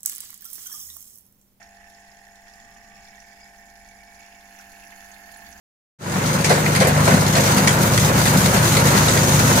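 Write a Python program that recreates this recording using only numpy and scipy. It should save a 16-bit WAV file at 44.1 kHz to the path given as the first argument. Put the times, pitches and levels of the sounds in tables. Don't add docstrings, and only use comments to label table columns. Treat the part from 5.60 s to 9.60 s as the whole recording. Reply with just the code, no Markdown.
import sys
import numpy as np
from scipy import signal
from scipy.fft import rfft, irfft, next_fast_len
from scipy.io import wavfile
from scipy.ndimage import uniform_filter1d, map_coordinates

SR = 44100
rng = np.random.default_rng(int(sys.argv[2]) if len(sys.argv) > 2 else 0)


def store_pcm(level_fs):
    pcm = np.round(np.clip(level_fs, -1, 1) * 32767).astype(np.int16)
    wavfile.write(sys.argv[1], SR, np.atleast_2d(pcm).T)


N = 176400

# multiple of the shaft rate, level/dB
STEADY_TONES = [(1, -45.5), (2, -28), (3, -24), (4, -38), (5, -33), (7, -41.5)]
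# t/s, level/dB
STEADY_LOUDNESS = [(.5, -3), (1.05, -3.5), (1.4, 2), (2, -.5), (3, .5), (4, 1.5)]
# t/s, cycle rate/Hz
WORK_RATE = [(.4, 25), (.9, 24.7), (1.1, 25.1), (1.46, 25.2), (1.62, 22), (1.82, 24.7), (2.05, 24.4),
             (2.22, 23.6), (2.5, 23.87), (4, 23.85)]
# multiple of the cycle rate, level/dB
WORK_TONES = [(2, -52), (3, -33), (5, -25), (6, -29.5), (7, -37.5), (8, -32), (9, -39.5), (13, -53),
              (22, -42.5)]
# t/s, level/dB
WORK_LOUDNESS = [(.5, -9), (1.1, -8), (1.35, -0.5), (1.65, -3.5), (2, -6.5), (2.4, 0.5), (3.2, -0.5),
                 (4, 0.5)]
# f/Hz, level/dB
PUFF_SPECTRUM = [(25, -45), (60, -29), (95, -18), (135, -10.5), (165, -5.5), (187, 0), (220, -8),
                 (280, -13.5), (400, -28), (900, -60)]
# t/s, level/dB
PUFF_LOUDNESS = [(.7, -25.5), (1.1, -23.5), (1.4, -29.5), (1.55, -18), (1.75, -26.5), (2, -21), (2.3, -24),
                 (2.8, -23), (3.3, -25.5), (3.9, -23)]

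# t/s, level/dB, time to fade by 60 dB/s, rise time/s
LOG_LANDINGS = [(0.895, -12, .4, 0.0074), (1.204, -12, 0.55, 0.0071), (1.473, -11, 0.37, 0.0028),
                (1.747, -9.5, 0.33, 0.01), (1.975, -22, 0.27, .005), (2.03, -21, 0.23, 0.006),
                (2.935, -14, 0.14, 0.0036), (3.56, -14, 0.15, .005)]
# f/Hz, width/Hz, level/dB
LOG_RINGS = [(396, 70, -3.5), (518, 57, 3.5), (702, 180, 1), (826, 160, -2), (1050, 130, -5.5),
             (1540, 140, -4), (1860, 590, -9.5)]
# t/s, level/dB, time to fade by 60 dB/s, share of low ring/dB, share of sharp tick/dB
CHAIN_CLANKS = [(.542, -28.5, 0.072, -6, -14), (.844, -18.5, 0.22, -1, -20), (0.893, -23.5, 0.49, -9, -7),
                (1.06, -25.5, 0.074, 11, -5), (1.15, -19, 0.19, 0.5, -10), (1.202, -20.5, 0.32, -5, -14),
                (1.271, -22.5, 0.087, -2, 5), (1.454, -22, 0.14, -12, -2), (1.476, -22.5, 0.2, 1.5, -17),
                (1.663, -22, .08, -4, -12), (1.752, -21.5, .25, -8, -20), (1.887, -26, 0.067, -16, -6),
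                (1.965, -19.5, .12, -6, -4), (1.979, -19, .1, 2, -14), (2.073, -13, 0.13, -1, -13),
                (2.108, -18, 0.059, -5, -14), (2.376, -12.5, 0.084, -4, -8), (2.655, -18, 0.16, -1, -3),
                (2.857, -16.5, 0.076, -0.5, -9), (2.96, -21, 0.19, -8, -6), (3.052, -22, 0.065, -3, 3),
                (3.166, -19.5, 0.12, 0, -10), (3.275, -22, 0.33, -5, -3), (3.364, -22.5, 0.088, -9, -12),
                (3.481, -18, 0.24, -19, -17), (3.574, -17, .07, -3, -10), (3.79, -25, 0.19, -3, -10)]
# f/Hz, level/dB
BRIGHT_RING = [(1500, -12), (2800, -1), (4100, 7.5), (5200, 3), (6400, 3.5), (9000, 0), (11500, -8),
               (15500, -56)]
# f/Hz, level/dB
LOW_RING = [(400, -20), (900, -10.5), (1500, -9), (2100, 3.5), (2700, -9), (4000, -50)]
# f/Hz, level/dB
SHARP_TICK = [(5000, -30), (7000, 6), (8000, -5), (9000, 10), (10500, -13), (12300, 4), (15500, -28)]

# f/Hz, level/dB
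ROAR_SPECTRUM = [(160, -23), (280, -10), (350, -3), (425, -6.5), (530, -0.5), (630, -5), (790, -6),
                 (920, -2.5), (1200, -8), (1450, -5), (1650, -8), (2050, -10), (2400, -14), (3200, -21),
                 (7000, -35)]
# t/s, level/dB
ROAR_LOUDNESS = [(.5, -23.5), (.8, -22.5), (1.1, -22.5), (1.4, -20), (1.7, -21.5), (2.05, -19), (2.3, -20),
                 (2.8, -20), (3.35, -17.5), (3.7, -20.5), (4, -17.5)]
# f/Hz, level/dB
HISS_SPECTRUM = [(1650, -17), (2800, -4), (3200, -3.5), (4000, -1), (5250, -2.5), (6570, 2), (7620, -3.5),
                 (8890, -2), (10000, -10.5), (13000, -14)]
# f/Hz, level/dB
FIZZ_SPECTRUM = [(7000, -30), (10000, 0), (12500, 0), (15500, -4.5)]
# t/s, hiss level/dB, fizz level/dB
HISS_LOUDNESS = [(0.7, -32.5, -43), (0.86, -32, -39.5), (1.14, -33.5, -40), (1.88, -27.5, -34.5),
                 (2.19, -28.5, -33), (2.9, -27.5, -32), (3.15, -26, -31.5), (3.47, -27, -32.5),
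                 (3.6, -28, -33), (4.0, -25.5, -30.5)]
# f/Hz, level/dB
THIN_SPECTRUM = [(5200, -18), (6200, -3), (6700, -1), (7200, -9), (8200, -41)]
# t/s, level/dB
THIN_LOUDNESS = [(.6, -43), (2, -53), (3, -48), (3.4, -30.5), (3.7, -28), (4, -30)]

# f/Hz, likeness (1 = the same)
LIKENESS = [(30, .88), (70, .985), (200, .96), (400, .82), (680, .76), (900, .3), (1300, .2), (2100, .38),
            (3000, .2), (14000, .1)]
# f/Hz, level/dB
LEFT_BOOST = [(60, 1.2), (330, 1.5), (800, .7), (1200, -.8), (1800, -1.5), (2700, 1.7), (4200, 3.4),
              (6400, 3.2), (9800, -3.6), (15000, 0)]
# f/Hz, delay/s
LEFT_DELAY = [(200, .0001), (500, .00021), (1300, .0004), (15000, .0004)]

PUFF_GAIN_DB, HISS_GAIN_DB, FIZZ_GAIN_DB = 1, 4, 3.5
FADE_START_S, FADE_S = .387, 0.2
PEAK_LIMIT, TOP_HZ, TOP_SLOPE_HZ = .95, 15750, 250


def engine(turns, tones, loudness, waver_db):
    hum = 0
    for multiple, db in tones:
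        strength = np.sqrt(2) * amp(db + waver_db * wobble(14))
        hum += strength * np.sin(2 * np.pi * (multiple * turns + rng.random()))
    level_db, = curves(loudness)
    return amp(level_db) * hum


def exhaust(cycles):
    level_db, = curves(PUFF_LOUDNESS)
    puffs = firing(2 * cycles, depth_db=14)
    return amp(level_db + PUFF_GAIN_DB) * noise(PUFF_SPECTRUM, puffs)


def logs():
    def ringing(hz):
        return sum((-1) ** k * amp(db) * 1j * hz * width / (pitch ** 2 - hz ** 2 + 1j * hz * width)
                   for k, (pitch, width, db) in enumerate(LOG_RINGS))

    blows = sum(amp(db) * strike(start, fade, rise) for start, db, fade, rise in LOG_LANDINGS)
    judder = rattle(per_s=2000, variety_db=4.5, life_s=0.0018) * rng.standard_normal((2, N))
    return blows * stereo(judder, ringing)


def chain():
    blows = np.array([amp(db) * strike(start, fade, rise_s=0.0005)
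                      for start, db, fade, _, _ in CHAIN_CLANKS])
    low_db, tick_db = np.transpose(CHAIN_CLANKS)[3:]
    chatter = rattle(per_s=1500, variety_db=2, life_s=0.0016)
    parts = [(blows.sum(axis=0), BRIGHT_RING),
             (amp(low_db) @ blows, LOW_RING),
             (amp(tick_db) @ blows, SHARP_TICK)]
    return sum(loudness * noise(spectrum, chatter, ring_db=3.8) for loudness, spectrum in parts)


def machinery_roar(turns):
    level_db, = curves(ROAR_LOUDNESS)
    roughness = 2 + 0.47 * rattle(per_s=200, variety_db=3.5, life_s=0.0027)
    pulses = firing(turns, depth_db=2) * roughness
    return amp(level_db + .9 * wobble(45)) * noise(ROAR_SPECTRUM, pulses, ring_db=1)


def rattling_hiss():
    hiss_db, fizz_db = curves(HISS_LOUDNESS)
    taps = 0.5 + rattle(per_s=220, variety_db=2.5, life_s=0.008)
    hiss = amp(hiss_db + HISS_GAIN_DB) * noise(HISS_SPECTRUM, taps, ring_db=1.5)
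    fizz = amp(fizz_db + FIZZ_GAIN_DB) * noise(FIZZ_SPECTRUM, taps, ring_db=2)
    return hiss + fizz


def thin_hiss():
    level_db, = curves(THIN_LOUDNESS)
    return amp(level_db) * noise(THIN_SPECTRUM)


def firing(count, depth_db):
    return unit(amp(-depth_db * (count % 1)))


def strike(start_s, fade_s, rise_s):
    age = np.maximum(np.arange(N) / SR - start_s, 0)
    return (1 - np.exp(-age / rise_s)) * np.exp(-np.log(1000) * age / fade_s)


def rattle(per_s, variety_db, life_s):
    sizes = amp(variety_db * np.minimum(rng.exponential(size=N), 3))
    taps = sizes * (rng.random(N) < per_s / SR)
    energy = signal.lfilter([1], [1, -np.exp(-1 / (life_s * SR))], taps ** 2)
    return unit(np.sqrt(np.abs(energy)))


def noise(spectrum, pulses=1, ring_db=0):
    return stereo(pulses * ringing_noise(ring_db), lambda hz: amp(at_frequency(spectrum, hz)))


def ringing_noise(depth_db):
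    bands = signal.stft(rng.standard_normal((2, N)), nperseg=512)[2]
    patches = uniform_filter1d(rng.standard_normal(bands.shape[1:]), size=3, axis=0)
    patches = uniform_filter1d(patches, size=12, axis=1)
    return signal.istft(bands * amp(depth_db * unit(patches)), nperseg=512)[1][:, :N]


def stereo(pair, gain):
    def blend(hz):
        angle = np.arccos(np.clip(at_frequency(LIKENESS, hz), -1, 1)) / 2
        return gain(hz) * [np.cos(angle), np.sin(angle)]

    middle, side = filtered(pair, blend)
    return unit(np.array([middle + side, middle - side]))


def filtered(x, response):
    size = next_fast_len(N + SR // 2)
    hz = np.fft.rfftfreq(size, 1 / SR)
    return irfft(rfft(x, size) * response(hz), size)[..., :N]


def wobble(per_s):
    return map_coordinates(rng.standard_normal(2048), [np.arange(N) * per_s / SR], mode="wrap")


def curves(rows):
    times, *columns = np.transpose(rows)
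    return [np.interp(np.arange(N) / SR, times, column) for column in columns]


def at_frequency(rows, hz):
    frequencies, values = np.transpose(rows)
    return np.interp(np.log(hz + 1), np.log(frequencies + 1), values)


def amp(db):
    return 10 ** (np.asarray(db) / 20)


def unit(x):
    return x / np.sqrt(np.mean(x ** 2) + 1e-20)


def scene(shaft_hz=50.1):
    steady_turns = np.cumsum(shaft_hz * (1 + .0012 * wobble(8))) / SR
    work_cycles = np.cumsum(curves(WORK_RATE)[0] * (1 + .003 * wobble(11))) / SR
    drone = engine(steady_turns, STEADY_TONES, STEADY_LOUDNESS, waver_db=1.5)
    drone += engine(work_cycles, WORK_TONES, WORK_LOUDNESS, waver_db=2)
    puffs = exhaust(work_cycles)
    background = machinery_roar(steady_turns) + rattling_hiss() + thin_hiss()

    def direction(hz):
        sides = np.array([[.5], [-.5]])
        balance = amp(sides * at_frequency(LEFT_BOOST, hz))
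        delay_s = sides * at_frequency(LEFT_DELAY, hz)
        return balance * np.exp(-2j * np.pi * hz * delay_s)

    return filtered(drone + puffs + logs() + chain() + background, direction)


def record(dry):
    fade_in = np.clip((np.arange(N) / SR - FADE_START_S) / FADE_S, 0, 1)
    faded = dry * fade_in
    rounded = faded / (1 + (faded / PEAK_LIMIT) ** 8) ** (1 / 8)
    return filtered(rounded, lambda hz: np.clip((TOP_HZ - hz) / TOP_SLOPE_HZ, 0, 1))


dry = scene()
out = record(dry)
store_pcm(out)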